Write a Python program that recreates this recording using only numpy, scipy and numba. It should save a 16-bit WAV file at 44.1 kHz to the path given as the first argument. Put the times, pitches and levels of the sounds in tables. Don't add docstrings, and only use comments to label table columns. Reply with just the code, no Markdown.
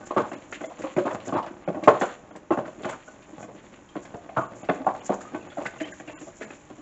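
import sys
import numpy as np
from scipy import signal
from scipy.fft import rfft, irfft, next_fast_len
from scipy.io import wavfile
from scipy.ndimage import uniform_filter1d
from numba import njit

SR = 44100
rng = np.random.default_rng(int(sys.argv[2]) if len(sys.argv) > 2 else 0)


def put_to_file(sound):
    columns = np.atleast_2d(sound).T
    safe = np.clip(columns, -1, 1)
    whole_steps = np.round(safe * 32767)
    wavfile.write(sys.argv[1], SR, whole_steps.astype(np.int16))


def convert_level_to_amplitude(level_db):
    exponent = np.asarray(level_db, float) / 20
    return 10 ** exponent


N = 300401


def level(x, db):
    return x * convert_level_to_amplitude(db) / np.sqrt(np.mean(x ** 2))


def coloured(x, shape):
    hz, db = np.transpose(shape)
    size = next_fast_len(len(x), real=True)
    f = np.fft.rfftfreq(size, 1 / SR) + 1
    gain = convert_level_to_amplitude(np.interp(np.log(f), np.log(hz), db, left=-80, right=-80))
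    return level(irfft(rfft(x, size) * gain, size)[:len(x)], 0)


def walk(rate):
    k = int(SR / rate)
    steps = np.repeat(rng.standard_normal(N // k + 1), k)
    return 1.5 * uniform_filter1d(uniform_filter1d(steps, k), k)[:N]


def grains(rate, spread_db):
    clicks = rng.random(N) < rate / SR
    size = convert_level_to_amplitude(spread_db * np.minimum(rng.exponential(size=N), 3))
    return rng.standard_normal(N) * (0.16 + clicks * size)


def decay(t, t60):
    return np.exp(-np.log(1000) * t / t60)


def add(out, s, sound, peak_db):
    i = int(s * SR)
    out[i:i + len(sound)] += (sound * convert_level_to_amplitude(peak_db) / np.abs(sound).max())[:N - i]


@njit
def ring(force, hz, t60, gain):
    out = np.zeros(len(force))
    for m in range(len(hz)):
        p, z = np.exp(2j * np.pi * hz[m] / SR - np.log(1000) / (t60[m] * SR)), 0j
        for i in range(len(force)):
            z = z * p + force[i] + 1e-18
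            out[i] += gain[m] * z.imag
    return out


# f/Hz, level/dB per Hz
ROOM_HUM = [(15, -24.5), (25, 0.5), (215, 2), (295, 7), (435, -5), (610, 0), (705, -18.5), (796, -4),
            (943, -5.5), (2610, -17), (4660, -30.5), (7200, -17.5), (8130, -53), (10600, -92),
            (17900, -120)]


def room_air():
    return coloured(rng.standard_normal(N), ROOM_HUM) * convert_level_to_amplitude(-55 + 0.5 * walk(2.0))


# t/s, effort/dB, wetness/dB
STIRRING = [(0, -47, -14.5), (.62, -55, -4), (1.209, -47, -13), (1.349, -39.5, -19.5),
            (1.521, -56.5, -11.5), (1.8, -40, -23.5), (2.05, -47, -4.5), (2.43, -61, -20.5),
            (2.85, -50.5, -8.5), (3.5, -53, -11.5), (3.9, -58.5, -6.5), (4.5, -48.5, -17),
            (4.8, -45, -18.5), (5.199, -49, -10), (5.5, -48, -11), (5.85, -51.5, -6), (6.2, -54, -4),
            (6.81, -57.5, -5)]
# f/Hz, level/dB, t60/s
TUB_MODES = [(120, -17, 0.26), (172, -17.5, 0.11), (214, -12, 0.36), (266, 3, 0.034), (301.8, -0.5, 0.16),
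             (361.6, 0, 0.12), (408.3, -15.5, 0.44), (441, -5, 0.028), (491.5, -5.5, 0.29),
             (555.7, 0.5, 0.098), (612.7, 2.5, 0.14), (666.5, -2.5, 0.16), (763, 4.5, 0.039),
             (826, -2, 0.081), (889, -6, 0.066), (1002, -8.5, 0.14), (1101, -2.5, 0.12), (1188, -4, 0.084),
             (1140, -31.5, 0.1), (1373, -9.5, 0.077), (1500, -8.5, 0.093), (1608, -8, 0.024),
             (1814, -7, 0.016), (1970, -27.5, 0.03), (2120, -15.5, 0.029), (2395, -27.5, 0.077),
             (2590, -15, 0.04), (3020, -28, 0.13), (3354, -19, 0.039)]
# f/Hz, level/dB per Hz
SQUELCH_COLOUR = [(530, -37.5), (900, -10), (1060, 2.5), (1290, -2.5), (1960, -0.5), (3190, -5.5),
                  (4450, -13.5), (5500, -40), (7150, -55.5), (12100, -120)]
# f/Hz, level/dB per Hz
HISS_COLOUR = [(2940, -33.5), (5000, -8.5), (5900, -0.5), (7150, 10.5), (7680, 1.5), (8000, -30.5),
               (8130, -56), (10600, -38), (17900, -120)]


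def stirring():
    wake_db, wake_s = -24.5, 0.015
    times, effort, wetness = np.transpose(STIRRING)
    now = np.arange(N) / SR
    wet_db = np.interp(now, times, wetness)
    drag = convert_level_to_amplitude(np.interp(now, times, effort))
    wake = np.exp(-np.arange(SR // 2) / SR / wake_s)
    for s, peak_db, *_ in all_blows():
        add(drag, s, wake, peak_db + wake_db)
    drag = uniform_filter1d(drag, SR // 200, origin=SR // 400 - 1)
    rub_db = 20 * np.log10(drag) - 1.5
    hiss_db = -57.5 + 0.87 * (rub_db + 53.5) + wet_db
    hz, db, t60 = np.transpose(TUB_MODES)
    surge = walk(15)
    rub = level(ring(grains(250, 5.75), hz, 1.0 * t60, convert_level_to_amplitude(db)), 0)
    rub = rub * convert_level_to_amplitude(rub_db + 1.02 * surge + 3.52 * walk(30))
    squelch = coloured(grains(900, 2.9), SQUELCH_COLOUR)
    squelch = squelch * convert_level_to_amplitude(rub_db + wet_db + 1.5 * surge + 2.5 * walk(35))
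    hiss = coloured(grains(1500, 3.23), HISS_COLOUR) * convert_level_to_amplitude(hiss_db + 1.0 * surge + 2.0 * walk(45))
    return rub + squelch + hiss


# t/s, peak level/dB, f/Hz, t60/s
WIRE_PINGS = [(0.028, -48, 1420, 0.15), (0.56, -52, 1790, .1), (1.876, -12.5, 1122, 0.049),
              (1.877, -11.5, 469, 0.11), (1.877, -22.5, 2170, .04), (1.879, -23, 1400, .04),
              (1.95, -33, 1114, .07), (2.012, -20, 770, 0.098), (4.371, -22.5, 1196, 0.11),
              (4.4, -30, 1157, 0.14), (4.48, -48.5, 1130, 0.11), (4.312, -40, 775, 0.14),
              (.98, -20, 571, 0.14), (.842, -28, 517, .12), (4.866, -17.5, 713, 0.12),
              (5.571, -28.5, 705, .05), (.164, -15.5, 620, 0.042), (5.094, -18.5, 721, 0.055),
              (5.661, -25, 2010, 0.022), (3.078, -42, 1460, 0.091), (3.889, -54, 3240, 0.12),
              (5.208, -49, 1260, 0.067), (5.252, -40.5, 1220, 0.11), (5.41, -51.5, 2620, 0.076),
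              (5.502, -48, 3390, .08), (5.788, -47, 2830, 0.054), (5.831, -47, 3150, .1),
              (5.846, -44.5, 3110, 0.089), (5.85, -51, 2120, 0.078), (6.077, -45.5, 2867, .1),
              (6.108, -52, 2680, .1)]


def pings():
    warble, rough_db = 0.03, 3.5
    out, t = np.zeros(N), np.arange(SR // 6) / SR
    wander = walk(120)
    bend = 1 + warble * wander
    for s, peak_db, hz, t60 in WIRE_PINGS:
        i = int(s * SR)
        turns = np.cumsum(hz * bend[i:][:len(t)]) / SR
        rough = convert_level_to_amplitude(rough_db * wander[::-1][i:][:len(t)])
        shape = (1 - np.exp(-t / 0.00095)) * decay(t, t60)
        add(out, s, rough * np.sin(2 * np.pi * turns) * shape, peak_db)
    return out


# t/s, peak level/dB, thud below 400 Hz/dB, upper wall modes/dB, bright edge/dB
HARD_KNOCKS = [(0.107, -17, -19, -5.5, -51), (0.164, -12.5, 3, 14.5, -15), (0.525, -22.5, -9, 0, 8.5),
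               (0.837, -22.5, -16, -18, -5.5), (0.964, -11, -5, -16, -14), (1.052, -14.5, 13, 8.5, -17),
               (1.324, -14.5, -1, 7, -24), (1.35, -16.5, -1, 1, -28), (1.384, -17.5, -19.5, 12, -16),
               (1.676, -15, -4, -13, -20), (1.769, -22.5, -5, -3, -31.5), (1.874, 3.5, -21, -1.5, -27.5),
               (2.012, -12, -5.5, -7, 0.5), (2.506, -9.5, -7, -11, -20.5), (2.572, -14, -9, -4, -16),
               (2.844, -20, -2, -5, -5), (3.955, -22, -3, -3, -10), (4.369, -12.5, -9, 9, -19),
               (4.688, -11.5, -13.5, -12, -18), (4.866, -10.5, -7.5, 7.5, -18),
               (5.094, -11, -9.5, -10, -36), (5.571, -22.5, -23, -22, -42), (5.654, -23.5, -11, 9, 6),
               (5.661, -27.5, -24, -3, 20), (5.804, -27, -17, -13, -24)]
# t/s, peak level/dB, thud/dB, bright edge/dB
LIGHT_TAPS = [(0.316, -24, -8, -6), (0.608, -27.5, -12, -14), (0.636, -24, -16, -11.5),
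              (0.788, -25, 6.5, -14), (1.063, -16.5, -10, -24), (1.107, -19.5, -32, -9.5),
              (1.272, -23.5, 1, -34), (1.459, -29.5, -18, -7), (1.506, -28.5, 7, -13),
              (1.745, -25.5, -2, -11), (1.827, -21.5, -9, -22.5), (2.778, -35, 7, -23.5),
              (2.887, -21.5, -22, -7), (3.07, -36, -22, -8), (3.33, -42.5, -17, -33), (3.427, -28.5, -5, 1),
              (4.14, -28, -11, -30), (4.291, -29.5, -17, -9), (4.629, -30.5, -3, -32),
              (4.801, -30, -18, -31), (5.331, -25.5, 10, -3.5), (5.344, -24, -9, -7),
              (5.614, -28.5, -1, -22), (5.761, -33.5, -5, -4), (5.999, -28.5, -11, -4),
              (6.076, -29, 2, 4.5), (6.213, -29, -1, 3.5), (6.411, -24.5, 0, 0.5), (6.504, -27, -1.5, -1),
              (6.698, -33, 4, -15)]
# t/s, peak level/dB
TUB_NUDGES = [(0.029, -47), (0.245, -35), (0.487, -49), (0.7, -41), (1.222, -37), (2.308, -29.5),
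              (2.353, -30), (3.282, -38.5), (3.487, -37), (3.545, -37), (3.642, -35.5), (3.726, -37),
              (4.537, -40.5), (5.251, -42.5), (5.453, -43), (5.895, -52), (6.271, -34), (6.597, -58),
              (6.779, -40)]
# t/s, peak level/dB, thud/dB, upper wall modes/dB
WIRE_REBOUNDS = [(.175, -11.5, -6, 8), (.195, -17.5, -5, 3.5), (.215, -31.5, -4, -6), (.351, -33, -4, 1),
                 (.982, -10.5, 1.5, -2), (1.285, -27, -15, -6), (1.362, -18.5, -9.5, 9),
                 (1.684, -15.5, -10, -5), (1.885, -5.5, -15.5, -4), (1.905, -17, -21, -15),
                 (1.924, -34, -10, -6), (1.945, -23, -8, 0), (2.022, -15, -10, -4),
                 (2.032, -15.5, -11.5, -2), (2.518, -14, -11, 5), (2.53, -18.5, -21, -7),
                 (2.584, -15, -6, -2.5), (2.678, -29.5, -19, -17), (2.716, -51.5, -8, -12),
                 (2.854, -22, -9.5, -4), (3.085, -32, -17, 0), (3.51, -36, -4, -3), (4.05, -37, -8, -4),
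                 (4.385, -20, -16, 2), (4.41, -23, -11, 4), (4.695, -11, -24, -9), (4.71, -22.5, -20, 1),
                 (4.735, -27.5, -5, -9), (4.762, -32, -5, -7.5), (4.845, -29.5, -11.5, -8),
                 (4.886, -16.5, -26, 11.5), (4.949, -24.5, -22, 4), (5.118, -29.5, -7, -6),
                 (5.138, -25, -19, -7), (5.396, -35.5, -1, -6), (5.518, -36, -20, -3), (5.588, -37, -7, 0),
                 (5.734, -41, -13, -7), (5.853, -35.5, -12, -3), (6.095, -30, -16, -11.5)]


def all_blows():
    taps = [(s, db, thud, -6.5, edge) for s, db, thud, edge in LIGHT_TAPS]
    nudges = [(s, db, -3.5, -7.5, -17) for s, db in TUB_NUDGES]
    rebounds = [(*row, -12) for row in WIRE_REBOUNDS]
    return HARD_KNOCKS + taps + nudges + rebounds


BLOW_COLOUR_HZ = (150, 290, 600, 1000, 1230, 1900)


def blows(wires=12, spot_db=2.5, drift=0.025, boost_db=-2.0, damping=0.72):
    clatter_s, rebound_share = 0.024, 0.3402
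    contact_s, cushion_s = 0.00015, 0.00007
    swell = 0.14
    rattle_db, rattle_s = 3.5, 0.005
    evenness = 0.75
    out, hits = np.zeros(N), all_blows()
    hz, db, t60 = np.transpose(TUB_MODES)
    luck = rng.random((len(hits), 2, wires))
    spots = rng.standard_normal((len(hits), 2, len(hz)))
    spans = np.full(len(hits), clatter_s)
    spans[-len(WIRE_REBOUNDS):] *= rebound_share
    rattle = rattle_db * np.array([walk(1 / rattle_s) for _ in range(2)])
    fade = np.minimum(np.linspace(4, 0, SR // 7), 1)
    for hit, (when, size), (gain, bend), span in zip(hits, luck, spots, spans):
        s, peak_db, thud, upper, edge = hit
        force = np.zeros(SR // 7)
        when = np.sort(when) - when.min()
        push = (0.5 + size) * np.exp(-2.5 * when) * (1 - 0.31 * np.exp(-when / swell))
        np.add.at(force, (span * SR * when).astype(int), push)
        spectrum = np.abs(rfft(force, SR // 5))
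        luck_db = 20 * np.log10(spectrum[(hz / 5).astype(int)] / np.linalg.norm(force))
        for soft_s in (contact_s, cushion_s):
            force = signal.lfilter([1], [1, -np.exp(-1 / (soft_s * SR))], force)
        board_db = -0.5 - 0.95 * (peak_db + 21.0)
        corners_db = (thud + 6 + board_db, thud + 5, 0, upper + 5, upper + 4, edge + 24)
        colour = np.interp(np.log(hz), np.log(BLOW_COLOUR_HZ), corners_db)
        mode_db = db + colour + spot_db * gain - evenness * np.maximum(luck_db, -7)
        modes = np.array([hz * (1 + drift * bend), damping * t60, convert_level_to_amplitude(mode_db) * np.sign(bend)])
        sound = np.zeros(len(force))
        for k in range(2):
            chatter = convert_level_to_amplitude(np.resize(rattle[k, int(s * SR):], len(force)))
            sound += ring(force, *modes[:, k::2].copy()) * chatter
        add(out, s, sound * fade, peak_db + boost_db)
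    return signal.sosfilt(signal.butter(3, 125., "high", fs=SR, output="sos"), out)


# t/s, peak level/dB, centre f/Hz, top-band share/dB
WIRE_TICKS = [(0.065, -30.5, 1580, -9), (0.142, -29, 1540, -8.5), (0.2028, -29, 1540, -16.5),
              (0.33, -21, 2210, -13.5), (0.605, -33.5, 2750, -24), (0.8186, -19.5, 1920, -23.5),
              (1.1058, -29, 1770, -22.5), (1.2565, -28, 1930, -12.5), (1.282, -26.5, 2730, -23),
              (1.3794, -31.5, 1500, -12), (1.4256, -24.5, 2830, -21.5), (1.4622, -21.5, 1740, -26.5),
              (1.8358, -15, 2270, -13.5), (2.359, -26.5, 1760, -3.5), (2.8195, -32.5, 1580, -4),
              (2.8914, -15.5, 1500, -6.5), (3.2216, -32.5, 2630, -28), (3.4035, -39.5, 2320, -1),
              (3.888, -40, 3180, -8), (4.0278, -32.5, 1730, -10), (4.052, -26.5, 1620, -9),
              (4.6472, -26, 1970, -11.5), (4.9462, -31, 1630, -11), (5.0582, -26.5, 1720, -27),
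              (5.129, -31, 1950, -18.5), (5.2076, -24, 1510, -13), (5.5044, -32.5, 1905, -9.5),
              (5.8436, -28, 2230, -30), (5.9222, -23, 1700, -6), (6.4245, -21, 1740, -14.5)]


def ticks(width=0.25, top_hz=7100, boost_db=-15.5):
    out, t = np.zeros(N), np.arange(SR // 12) / SR
    contacts = [(s, db + edge - 4.5, 1710, -22) for s, db, _, _, edge in all_blows()]
    rows = WIRE_TICKS + contacts
    noises = rng.standard_normal((len(rows), 3, len(t)))
    shape = decay(t, 0.084) * (1 - np.exp(-t / 0.00089))
    for (s, peak_db, hz, top_db), (a, b, c) in zip(rows, noises):
        burst = shape * convert_level_to_amplitude(3.2 * c)
        body = signal.lfilter(*signal.iirpeak(hz, 1 / width, fs=SR), a * burst)
        top = signal.lfilter(*signal.iirpeak(top_hz, 5.5, fs=SR), b * burst)
        add(out, s, body, peak_db + boost_db)
        add(out, s, top, peak_db + top_db + boost_db)
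    return signal.sosfilt(signal.butter(4, 7700., fs=SR, output="sos"), out)


# t/s, length/s, level/dB
BATTER_SWISHES = [(0.053, 0.016, -45), (0.162, 0.071, -65), (0.251, 0.14, -51.5), (0.509, 0.053, -45),
                  (0.627, 0.069, -56), (0.783, 0.085, -52.5), (0.952, 0.044, -58), (1.098, 0.039, -57),
                  (1.13, 0.029, -53), (1.246, 0.067, -47), (1.83, 0.15, -55), (1.99, 0.067, -46),
                  (2.558, 0.029, -54), (2.657, 0.058, -52.5), (2.815, 0.022, -52), (2.898, 0.041, -50),
                  (3.39, 0.09, -49.5), (4.013, 0.037, -49.5), (4.548, 0.11, -53), (4.734, 0.037, -51.5),
                  (4.859, 0.028, -55), (4.935, 0.028, -56), (5.033, 0.073, -48), (5.127, 0.042, -48),
                  (5.199, 0.046, -49.5), (5.649, 0.049, -44), (5.751, 0.13, -53.5), (5.904, 0.056, -47),
                  (5.981, 0.042, -53), (6.156, 0.035, -57), (6.195, 0.1, -47), (6.4, 0.075, -51)]


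def swishes():
    rise_s, fall_s = 0.0084, 0.019
    gain, t = np.zeros(N), np.arange(SR // 4) / SR
    for s, length, db in BATTER_SWISHES:
        fall = np.exp(-np.maximum(t - length / 2, 0) / fall_s)
        add(gain, s, (1 - np.exp(-t / rise_s)) * fall, db - 5.5)
    return gain * coloured(grains(1500, 2.5), HISS_COLOUR) * convert_level_to_amplitude(3.77 * walk(60))


# t/s, peak level/dB, f/Hz
FLOOR_THUMPS = [(0.165, -14.5, 365.4), (0.355, -29, 289), (0.555, -34, 290), (0.669, -31.5, 300),
                (0.84, -20.5, 308), (0.974, -18.5, 357), (1.06, -19, 292), (1.274, -23, 268),
                (1.681, -19, 172), (1.765, -21, 317), (1.83, -26, 322), (1.875, -36, 322),
                (2.508, -12, 332), (2.576, -49.5, 233), (2.776, -35, 311), (3.328, -31, 311),
                (3.963, -25, 290), (4.371, -19.5, 129), (4.694, -18.5, 279), (4.801, -23.5, 271),
                (5.097, -21.5, 291), (5.344, -24.5, 311), (5.581, -22.5, 294), (5.811, -18.5, 308),
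                (5.999, -33, 304), (6.074, -31, 304), (6.137, -34.5, 308), (6.215, -29, 307),
                (6.417, -42, 287), (6.788, -33.5, 297), (0.611, -31, 295), (.64, -28, 654),
                (1.324, -17, 302), (1.349, -16.5, 333), (4.288, -34, 670), (5.804, -27, 650),
                (6.41, -30.5, 428), (6.27, -36.5, 652), (5.096, -19, 371.5), (1.742, -25, 607),
                (1.676, -20, 633)]
# t/s, peak level/dB, f/Hz
BOARD_THUMPS = [(0.164, -22, 137), (0.975, -26.5, 136), (1.876, -28, 167), (2.507, -27.5, 183),
                (2.575, -26.5, 126), (4.693, -19.5, 182), (5.094, -18.5, 198)]


def thumps():
    out, t = np.zeros(N), np.arange(SR // 6) / SR
    shape = (1 - np.exp(-t / 0.006)) * decay(t, 0.075)
    for s, peak_db, hz in FLOOR_THUMPS + BOARD_THUMPS:
        add(out, s, shape * np.sin(2 * np.pi * hz * t), peak_db - 6.5)
    return out


# t/s, length/s, level/dB, centre f/Hz
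WALL_SCRAPES = [(0.2, 0.12, -44, 910), (0.33, 0.049, -49, 1250), (0.83, 0.082, -40.5, 920),
                (0.97, 0.038, -35.5, 1180), (1.0745, 0.095, -37.5, 1150), (1.148, 0.04, -48.5, 940),
                (1.344, 0.074, -33.5, 920), (1.425, 0.11, -42, 760), (1.877, 0.019, -14.5, 990),
                (1.38, 0.013, -32, 810), (1.47, 0.013, -39.5, 1260), (5.8, 0.014, -36, 1910),
                (0.54, 0.013, -37, 2130), (0.7, 0.034, -40.5, 660), (2.015, 0.043, -33.5, 804),
                (3.475, 0.045, -47, 540), (4.363, 0.023, -31.5, 1130), (1.938, 0.045, -43, 1190),
                (2.04, 0.13, -43.5, 1130), (2.528, 0.06, -40.5, 890), (2.6, 0.079, -53, 886),
                (2.87, 0.064, -40, 750), (2.915, 0.046, -41, 1130), (4.437, 0.068, -54.5, 920),
                (4.86, 0.1, -37, 830), (5.114, 0.044, -32, 736), (5.6, 0.045, -36, 710),
                (5.61, 0.034, -50, 1730), (5.81, 0.16, -53, 2310), (6.071, 0.069, -54.5, 2080),
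                (2.826, 0.018, -48, 2900), (2.8, 0.032, -36.5, 460), (1.37, .03, -35, 910),
                (6.415, .03, -44.5, 1700), (6.499, 0.024, -47.5, 1100), (1.895, .04, -29, 420),
                (6.325, 0.018, -53, 1730), (2.65, 0.015, -40.5, 1330), (5.575, 0.045, -46.5, 1200),
                (.168, 0.043, -43, 1740), (2.9, 0.02, -45, 2000), (1.2, 0.0095, -49.5, 2600)]


def scrapes(width=0.66, fall_s=0.011):
    out, t = np.zeros(N), np.arange(SR // 4) / SR
    slips = grains(1800, 2.6) * convert_level_to_amplitude(2.0 * walk(90))
    for s, length, db, hz in WALL_SCRAPES:
        edges = (hz / (1 + width / 2), hz * (1 + width / 2))
        band = signal.butter(2, edges, "band", fs=SR, output="sos")
        shape = (1 - np.exp(-t / 0.0026)) * np.exp(-np.maximum(t - length / 2, 0) / fall_s)
        i = int(s * SR)
        out[i:i + len(t)] += level(signal.sosfilt(band, slips[i:i + len(t)]), db) * shape
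    return out


# f/Hz, t60/s
KITCHEN_T60 = [(100, 0.13), (500, 0.45), (1500, 0.33), (4000, 0.42), (8000, 0.05)]


def kitchen(x, gap_s=0.0052):
    t, tail = np.arange(SR // 2) / SR, 0
    hz, t60s = np.transpose(KITCHEN_T60)
    for centre in 88 * 2. ** np.arange(7):
        edges = (centre / np.sqrt(2), centre * np.sqrt(2))
        band = signal.butter(2, edges, "band", fs=SR, output="sos")
        t60 = np.interp(np.log(centre), np.log(hz), t60s)
        echoes = signal.sosfilt(band, rng.standard_normal(len(t)))
        tail = tail + echoes * decay(t, t60) * np.sqrt(np.log(1000) / t60 / SR)
    tail = tail * np.clip(t / gap_s - 1, 0, 1)
    return signal.fftconvolve(x, tail)[:N] * convert_level_to_amplitude(-6)


def scene():
    near = blows() + thumps() + ticks() + pings() + scrapes() + swishes() + stirring()
    near = signal.sosfilt(signal.butter(4, 105., "high", fs=SR, output="sos"), near)
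    return (near + kitchen(near) + room_air())[None]


# t/s, length/s, thinned above f/Hz
THIN_MOMENTS = [(.36, 0.018, 2000), (0.682, 0.016, 2000), (1.361, 0.017, 2300), (1.655, .02, 2000),
                (2.319, 0.016, 2200), (4.435, .013, 2600), (4.476, .017, 2400), (4.629, .016, 1800),
                (5.012, 0.017, 2000), (5.484, .016, 1500), (5.845, .009, 1500), (5.929, 0.016, 800),
                (6.162, .052, 800), (6.463, 0.012, 1500)]


def thin_treble(x):
    kept_share, lift = 0.028, 1 - convert_level_to_amplitude(6)
    for s, length, above_hz in THIN_MOMENTS:
        part = slice(int((s - .06) * SR), int((s + .06) * SR))
        high = signal.butter(8, above_hz, "high", fs=SR, output="sos")
        treble = signal.sosfiltfilt(high, x[0, part])
        lines = signal.stft(treble, nperseg=1024)[2]
        size = np.abs(lines)
        is_weak = size < np.quantile(size, 1 - kept_share, axis=0)
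        weak = signal.istft(lines * np.where(is_weak, 1, lift), nperseg=1024)[1][:len(treble)]
        t = np.arange(part.start, part.stop) / SR - s
        x[0, part] -= weak * np.clip((length / 2 - np.abs(t)) / .011 + .55, 0, 1)
    return x


def top_cut(x):
    return signal.sosfilt(signal.butter(12, 8280, fs=SR, output="sos"), x)


def record(dry):
    top = signal.ellip(10, .2, 80, 8250, fs=SR, output="sos")
    x = 1.3 * np.tanh(.92 * dry)
    x = signal.sosfilt(top, signal.sosfilt(top, x))
    x = signal.sosfilt(signal.butter(2, 24., "high", fs=SR, output="sos"), x)
    return top_cut(thin_treble(x))


dry = scene()
out = record(dry)
put_to_file(out)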